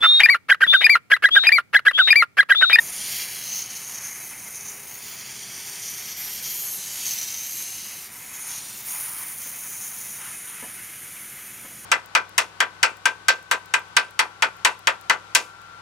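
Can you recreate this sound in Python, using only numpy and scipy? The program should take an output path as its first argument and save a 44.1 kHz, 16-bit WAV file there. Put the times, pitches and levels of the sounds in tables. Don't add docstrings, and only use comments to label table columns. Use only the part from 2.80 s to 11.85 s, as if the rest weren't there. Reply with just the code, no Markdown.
import sys
import numpy as np
from scipy import signal
from scipy.fft import rfft, irfft, next_fast_len
from scipy.io import wavfile
from scipy.ndimage import map_coordinates

SR = 44100
rng = np.random.default_rng(int(sys.argv[2]) if len(sys.argv) > 2 else 0)


def store_pcm(level_fs):
    pcm = np.round(np.clip(level_fs, -1, 1) * 32767).astype(np.int16)
    wavfile.write(sys.argv[1], SR, np.atleast_2d(pcm).T)


N = 399105
TIME = np.arange(N) / SR

# time in seconds, share 0-1.
CLEAR_OF_HAND = [(0, 0.08), (5.2, 0.08), (5.6, 0.2), (6.1, 0.26), (6.7, 0.37), (7.3, 0.47), (7.7, 0.96),
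                 (9.05, 0.98)]


def gain_of(db):
    return 10 ** (np.asarray(db) / 20)


def evened(x):
    return x / np.sqrt(np.mean(x ** 2) + 1e-20)


def follow(rows):
    seconds, *columns = np.transpose(rows)
    return [np.interp(TIME, seconds, column) for column in columns]


def add(mix, start_s, sound):
    part = mix[round(start_s * SR):][:len(sound)]
    part += sound[:len(part)]


def noise(colour):
    hz, db = np.transpose(colour)
    size = next_fast_len(N)
    bin_hz = np.fft.rfftfreq(size, 1 / SR)
    shape = gain_of(np.interp(np.log(bin_hz + 1), np.log(hz), db))
    spectrum = rfft(rng.standard_normal(N), size)
    return evened(irfft(spectrum * shape, size)[:N])


def flutter(rate_hz):
    lowpass = signal.butter(2, rate_hz, fs=SR, output="sos")
    return evened(signal.sosfilt(lowpass, rng.standard_normal(N)))


def resonate(x, hz, width, order=1):
    turn = np.exp(2j * np.pi * np.cumsum(hz * np.ones(len(x))) / SR)
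    r = np.exp(-np.pi * width / SR)
    z = x / turn
    for _ in range(order):
        z = signal.lfilter([1 - r], [1, -r], z)
    return evened((turn * z).real)


def whistle(hz, width):
    return resonate(rng.standard_normal(N), hz, width, order=6)


def hump(length_s, edges):
    return signal.windows.tukey(max(int(length_s * SR), 8), edges)


def bursts(rows, edges):
    level = np.zeros(N)
    for start_s, db, length_s in rows:
        add(level, start_s, gain_of(db) * hump(length_s, edges))
    return level


def delayed(x, delay_ms):
    return map_coordinates(x, [np.arange(N) - delay_ms * SR / 1000], order=3)


def valve():
    # time in seconds, level in dB before trim.
    jet_level = [(0, -56), (.33, -50), (.47, -57), (1.2, -54), (2.3, -60), (3.02, -50), (3.15, -54.5),
                 (3.9, -44.5), (4.15, -45.5), (4.29, -40.5), (4.62, -49.5), (4.79, -43.5), (5.14, -54),
                 (6.05, -50.5), (6.55, -53.5), (7.5, -53), (8, -56), (8.35, -54.5), (9.05, -57)]
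    # frequency in Hz, relative density in dB per Hz.
    jet_colour = [(1000, -15), (2800, -6), (3700, 0.5), (5000, -6), (6500, 7), (8100, 3.5), (10500, 2.5),
                  (12000, 1), (14000, -9), (15700, -21), (17000, -4.5)]
    # time in seconds, level in dB before trim.
    rush_level = [(0, -49.5), (.25, -36), (.41, -34), (.47, -40.5), (.72, -38), (1.36, -53), (2.04, -54),
                  (2.29, -43.5), (3.2, -43.5), (3.56, -40), (3.72, -39.5), (3.94, -45.5), (4.3, -36.5),
                  (4.55, -41.5), (5.01, -43), (5.26, -46.5), (5.33, -54.5), (5.6, -54.5), (5.71, -43),
                  (6.45, -53), (9.05, -57.5)]
    # frequency in Hz, relative density in dB per Hz.
    rush_colour = [(300, -19), (1400, -19), (2000, -4), (2650, -2), (3200, 1.5), (3700, -1.5), (4150, 1),
                   (4750, 2.5), (5300, 2), (5800, 3.5), (7200, 0.5), (7900, -10), (9500, -11.5),
                   (16000, -10)]
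    # time in seconds, level in dB before trim.
    low_level = [(0.0, -38), (0.05, -33.5), (0.53, -46), (0.78, -29), (0.85, -39.5), (1.31, -35),
                 (1.46, -43), (1.89, -38), (2.02, -44), (3.15, -36), (3.38, -39.5), (4.23, -37.5),
                 (4.28, -32), (5.09, -41.5), (5.32, -55), (5.69, -36.5), (6.05, -59), (6.1, -39),
                 (6.4, -47.5), (6.96, -36.5), (8.14, -52), (9.05, -51)]
    # time in seconds, pitch in Hz.
    low_pitch = [(0, 6500), (.7, 6230), (1.85, 6410), (2.25, 6480), (2.75, 6020), (3.15, 6160),
                 (3.48, 5620), (3.82, 6430), (3.98, 6140), (4.18, 6600), (4.35, 5940), (4.8, 6380),
                 (5.3, 6150), (5.52, 6650), (5.73, 6450), (5.87, 6000), (6.05, 6505), (9.05, 6600)]
    # time in seconds, share of power 0-1.
    focus_share = [(0, .05), (.6, 0.3), (.75, 0.46), (2.15, 0.5), (2.5, 0.28), (3.55, 0), (3.85, 0.3),
                   (4.4, 0.9), (5.05, 0.5), (5.9, 0.1), (9.05, 0.09)]
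    # time in seconds, level in dB before trim.
    middle_level = [(0.0, -39), (0.15, -35.5), (0.7, -42.5), (1.56, -43.5), (2.32, -47), (3.17, -42),
                    (3.3, -49.5), (3.78, -41.5), (4.31, -47), (4.51, -49), (4.79, -43.5), (5.47, -48),
                    (5.67, -38), (6.05, -47.5), (6.07, -36), (6.13, -34), (6.58, -40), (7.44, -40),
                    (8.77, -46), (9.05, -47)]
    # time in seconds, high whistle in dB, top whistle in dB.
    treble_level = [(0, -37, -44), (.2, -43, -55), (.35, -35.5, -42), (.5, -42, -50), (.78, -43, -40),
                    (.88, -46, -56), (1.1, -42.5, -56), (2.1, -49.5, -49), (2.29, -48, -44),
                    (2.57, -52, -56), (3.05, -43, -51), (3.33, -40, -54), (3.42, -44, -46),
                    (4.11, -42.5, -55), (4.33, -38.5, -41), (4.6, -43, -47), (5.0, -43, -52),
                    (5.85, -49, -51), (6.1, -39.5, -41), (7.2, -44, -44), (7.65, -46, -54), (8.7, -45, -55),
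                    (9.05, -50, -57)]
    # start in seconds, level in dB, length in seconds.
    flare_rows = [(3.35, -36, 0.25), (3.59, -36, 0.14), (3.68, -33, .33), (4.11, -40, .1), (4.24, -37, .13),
                  (4.63, -37, 0.23), (5.52, -45, .1), (5.66, -43, .14), (6.03, -42, 0.26)]
    # time in seconds, sputter depth in dB before each layer's share.
    water_depth = [(0, 1.5), (1, 3.2), (3.4, 1.7), (4.2, 1.2), (4.4, 4.5), (4.9, 0.5), (6.3, 3), (9.05, 0)]
    # start in seconds, dB before each layer's share, length in seconds.
    spurt_rows = [(.63, -41, .2), (.819, -26, 0.0088), (.857, -31, .0064), (.898, -36, .019),
                  (.95, -39, 0.026), (1.08, -43.5, 0.22), (1.735, -40, 0.048), (1.806, -33, 0.0083),
                  (1.84, -40, 0.069), (3.01, -37, 0.092), (3.27, -40, 0.076), (3.635, -34.5, 0.051),
                  (4.262, -26, 0.0085), (4.29, -24, .004), (4.305, -30, .028), (4.381, -30, 0.0092),
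                  (4.413, -20, .0037), (4.502, -31, 0.0066), (4.541, -25, 0.004), (4.823, -26.5, 0.0051),
                  (5.535, -39, 0.036), (5.67, -42, 0.14), (6.075, -44, .055), (6.6, -42, .11),
                  (7.3, -38, 0.012)]
    # time in seconds, share of the trembling lost 0-1.
    hand_gone = [(6.0, 0), (6.4, 0.9)]
    low_rest_hz, middle_rest_hz, high_hz, top_hz = 6406, 9410, 12480, 14500
    shift_share = 0.79
    flare_hz, flare_width_hz, flare_wander_hz = 12420, 4800, 220
    tremble_hz, tremble_low_db, tremble_high_db, tremble_top_db = 7.2, 0.6, 0.7, 1.3

    jet_db, = follow(jet_level)
    rush_db, = follow(rush_level)
    low_db, = follow(low_level)
    middle_db, = follow(middle_level)
    high_db, top_db = follow(treble_level)
    low_hz, = follow(low_pitch)
    middle_hz = middle_rest_hz + shift_share * (low_hz - low_rest_hz)
    focus = np.clip(follow(focus_share)[0], 0, 1)
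    depth_db, = follow(water_depth)
    chop = np.clip(evened(flutter(rate_hz=290) + 0.5 * flutter(rate_hz=28)), -1.7, 1.7)
    gush = bursts(spurt_rows, edges=0.35)
    tremble = flutter(tremble_hz) * (1 - follow(hand_gone)[0])

    def sputter(share):
        swing_db = share * depth_db
        return gain_of(swing_db * chop - swing_db ** 2 * np.log(10) / 20)

    jet = noise(jet_colour) * gain_of(jet_db + 7.5) * sputter(share=0.5)
    rush = noise(rush_colour) * (gain_of(rush_db + 2.5) * sputter(share=0.57) + 0.16 * gush)

    broad = whistle(low_hz, width=2650)
    core = whistle(low_hz, width=1500)
    low = np.sqrt(1 - focus) * broad + np.sqrt(focus) * core
    low_gain = gain_of(low_db - 3.0 + tremble_low_db * tremble)
    low = low * (low_gain * sputter(share=1.17) + 0.56 * gush)

    middle = whistle(middle_hz, width=1790) + 0.6 * whistle(middle_hz + 800, width=2800)
    middle = middle * gain_of(middle_db - 0.2)
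    high = whistle(high_hz, width=4600) * gain_of(high_db + tremble_high_db * tremble)
    flare = whistle(flare_hz + flare_wander_hz * tremble, flare_width_hz)
    flare = flare * bursts(flare_rows, edges=0.35)
    top = whistle(top_hz, width=4200) * gain_of(top_db + tremble_top_db * tremble)
    upper = (middle + high + flare + top) * sputter(share=0.64)
    return jet + rush + low + upper


def plugs():
    # start in seconds, level change in dB, length in seconds.
    plug_rows = [(.105, -6.5, .016), (0.828, -4, 0.033), (0.86, -4, 0.042), (0.923, 0, .02),
                 (1.042, -2.5, .026), (1.19, -7, 0.017), (1.785, -2, .02), (1.982, -4, .014),
                 (3.332, -4, 0.033), (3.6, -3.5, 0.027), (5.274, -4.5, 0.048), (6.015, -2, .034)]
    dip_db = np.zeros(N)
    for start_s, db, length_s in plug_rows:
        add(dip_db, start_s, db * hump(length_s, edges=0.2))
    return gain_of(dip_db)


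def off_hand(x, scatter=0.095, wander_ms=0.11):
    # time in seconds, far rim's delay in ms, base echo strength 0-1.
    hand_rows = [(0, 0.73, .08), (.45, 0.81, 0.16), (.7, 0.86, 0.3), (1.2, .81, 0.07), (2, 0.93, 0.07),
                 (2.2, 0.78, 0.18), (2.9, 0.76, 0.19), (3.5, .78, 0.05), (3.82, .8, 0.24), (4, .89, 0.13),
                 (4.18, .76, 0.1), (4.38, 0.89, 0.16), (5.15, .86, 0.25), (5.35, 0.96, 0),
                 (5.6, 1.03, 0.14), (5.85, 0.94, .19), (6.1, 0.99, .03), (9.05, 1.2, 0)]
    near_rim = 0.658
    sway_per_s, sway_lost = 0.7, 0.74

    far_ms, strength = follow(hand_rows)
    echoes = -strength * (delayed(x, near_rim * far_ms) + 1.3 * delayed(x, far_ms))
    clear = follow(CLEAR_OF_HAND)[0]
    travel = np.cumsum(sway_per_s * (1 - sway_lost * clear)) / SR
    for path_ms in np.geomspace(1.15, 4.2, num=8):
        pace, start, side = rng.random(3)
        sway = np.sin(2 * np.pi * ((0.5 + pace) * travel + start))
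        echoes += scatter * np.sign(side - 0.5) * delayed(x, path_ms + wander_ms * sway)
    return (x + echoes) / np.sqrt(1 + 2 * strength ** 2 + 8 * scatter ** 2)


def floor_blow():
    # time in seconds, level in dB before trim.
    blow_level = [(0, -52.5), (.8, -53), (2.7, -54.5), (4.3, -54.5), (4.9, -55.5), (6.1, -52.5),
                  (7.2, -52.5), (9.05, -54.5)]
    # frequency in Hz, relative density in dB per Hz.
    blow_colour = [(150, -27), (480, -14), (750, -1.5), (1000, 0.5), (1300, 0.5), (1650, -2.5),
                   (2400, -1.5), (2750, -7), (3200, -12.5), (3800, -22), (5500, -4), (8000, -34),
                   (16000, -35)]
    # frequency in Hz, relative density in dB per Hz.
    open_colour = [(150, -20), (600, -24), (900, -6), (1300, 2.5), (1750, 1.5), (2300, -6.5), (2750, -1),
                   (3300, -2), (3900, -15), (4600, -20), (8000, -19), (16000, -35)]
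    # start in seconds, level in dB before trim, length in seconds.
    gust_rows = [(1.07, -54, 0.24), (5.51, -53, 0.096), (5.63, -50.5, 0.16), (6.06, -49, .4),
                 (7.37, -50.5, 0.16), (7.66, -52, 0.16)]
    # time in seconds, level in dB before trim.
    hollow_level = [(0, -46.5), (.2, -46), (.4, -39.5), (.7, -50), (1.08, -49.5), (1.26, -43.5), (1.4, -47),
                    (2.1, -49), (2.45, -47.5), (3.5, -46.5), (3.9, -52), (4.3, -46.5), (5.3, -52),
                    (5.6, -44.5), (5.93, -57), (6.15, -47.5), (7.1, -50.5), (7.8, -46.5), (8.6, -49),
                    (9.05, -53)]
    # centre in Hz, width of one pass in Hz, relative level in dB.
    gap_modes = [(1542, 54, -1), (1677, 35, 3), (1960, 62, -4), (2028, 31, 1), (2197, 150, -4),
                 (2270, 120, -14), (2562, 18, 4.5), (2950, 100, -1)]
    # time in seconds, level in dB.
    roar_level = [(0, -51.5), (1, -57.5), (3.3, -58), (4.3, -58.5), (5, -65), (5.6, -59.5), (7.2, -59.5),
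                  (9.05, -58)]
    # frequency in Hz, relative density in dB per Hz.
    roar_colour = [(60, -7.5), (130, 4.5), (210, 5.5), (290, -5), (400, -2.5), (560, -2), (750, 0),
                   (1100, -13), (1600, -7), (4000, -43)]

    blow_db, = follow(blow_level)
    hollow_db, = follow(hollow_level)
    roar_db, = follow(roar_level)
    clear = np.clip(follow(CLEAR_OF_HAND)[0], 0, 1)
    blow = np.sqrt(1 - clear) * noise(blow_colour) + np.sqrt(clear) * noise(open_colour)
    strength = np.hypot(gain_of(blow_db), bursts(gust_rows, edges=0.17))
    modes = evened(sum(gain_of(db) * resonate(rng.standard_normal(N), hz, width, order=2)
                       for hz, width, db in gap_modes))
    hollow = gain_of(-2.5) * whistle(hz=2158, width=1220) + gain_of(-6) * modes
    eddies = gain_of(1.04 * flutter(rate_hz=15.6))
    gusty = eddies * (gain_of(3) * blow * strength + hollow * gain_of(hollow_db + 0.2))
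    return gusty + noise(roar_colour) * gain_of(roar_db)


def room(x, wet_db, t60):
    t = np.arange(SR // 2) / SR
    taps = rng.standard_normal(len(t)) * (rng.random(len(t)) < 0.1)
    taps = taps * (t > 0.002) * gain_of(-60 * t / t60)
    return gain_of(wet_db) * signal.fftconvolve(x, taps / np.linalg.norm(taps))[:N]


def background():
    # frequency in Hz, relative density in dB per Hz.
    tone_colour = [(20, -34), (33, -25), (42, -20), (60, -8.5), (85, -4), (115, -2), (150, -2), (215, -7),
                   (320, -3), (480, -11.5), (900, -14), (3000, -28), (16000, -45)]
    # centre in Hz, width of one pass in Hz, level in dB.
    boom_modes = [(111, 18, -70), (126.8, 23, -67.5), (214, 33, -65.5)]
    # time in seconds, level in dB.
    hum_level = [(0, -68), (1.6, -69), (1.9, -59), (2.4, -66), (2.9, -58.5), (3.4, -64), (4, -60.5),
                 (4.15, -71), (9.05, -77)]
    hum_hz = 406

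    hum_db, = follow(hum_level)
    wavering_hz = hum_hz * (1 + 0.0075 * flutter(rate_hz=30.0))
    turn = 2 * np.pi * np.cumsum(wavering_hz) / SR
    hum = gain_of(hum_db) * evened(np.sin(turn) + 0.62 * np.sin(2 * turn))
    boom = sum(gain_of(db) * resonate(rng.standard_normal(N), hz, width, order=2)
               for hz, width, db in boom_modes)
    return gain_of(-58) * noise(tone_colour) + boom + hum


def bumps():
    # start in seconds, level in dB.
    bump_rows = [(6.655, -45), (7.823, -39.5), (7.835, -40), (8.846, -42.5), (8.911, -54)]
    # frequency in Hz, relative level in dB, 60 dB decay in seconds.
    housing_modes = [(245, -0.5, 0.1), (300.4, -7, 0.096), (410, -6, 0.052), (537, -10, 0.078),
                     (740, -15, .06), (994, -3, 0.067), (1276, -6, 0.063), (1735, -2, 0.094),
                     (2190, -4, 0.31)]

    t = np.arange(SR // 2) / SR
    out = np.zeros(N)
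    onset = 1 - np.exp(-t / 0.0023)
    for start_s, db in bump_rows:
        ring = sum(gain_of(mode_db - 60 * t / t60) * np.sin(2 * np.pi * (hz * t + rng.random()))
                   for hz, mode_db, t60 in housing_modes)
        scuff = resonate(rng.standard_normal(len(t)), hz=560, width=910, order=2)
        scuff = 0.66 * scuff * np.exp(-t / 0.02)
        add(out, start_s, gain_of(db) * (ring + scuff) * onset)
    return out


def scene():
    hiss = off_hand(valve() * plugs())
    air = hiss + floor_blow()
    knocks = bumps()
    nearby = room(hiss, wet_db=-16.5, t60=0.13)
    tail = room(air + knocks, wet_db=-8, t60=0.2)
    mono = gain_of(-0.43) * (air + nearby + tail) + knocks + background()
    return np.array([mono, mono])


def record(dry):
    edge_hz = 15800
    lowpass = signal.firwin(701, edge_hz, window=("kaiser", 9), fs=SR)
    return signal.oaconvolve(dry, lowpass[None], "same")


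dry = scene()
out = record(dry)
store_pcm(out)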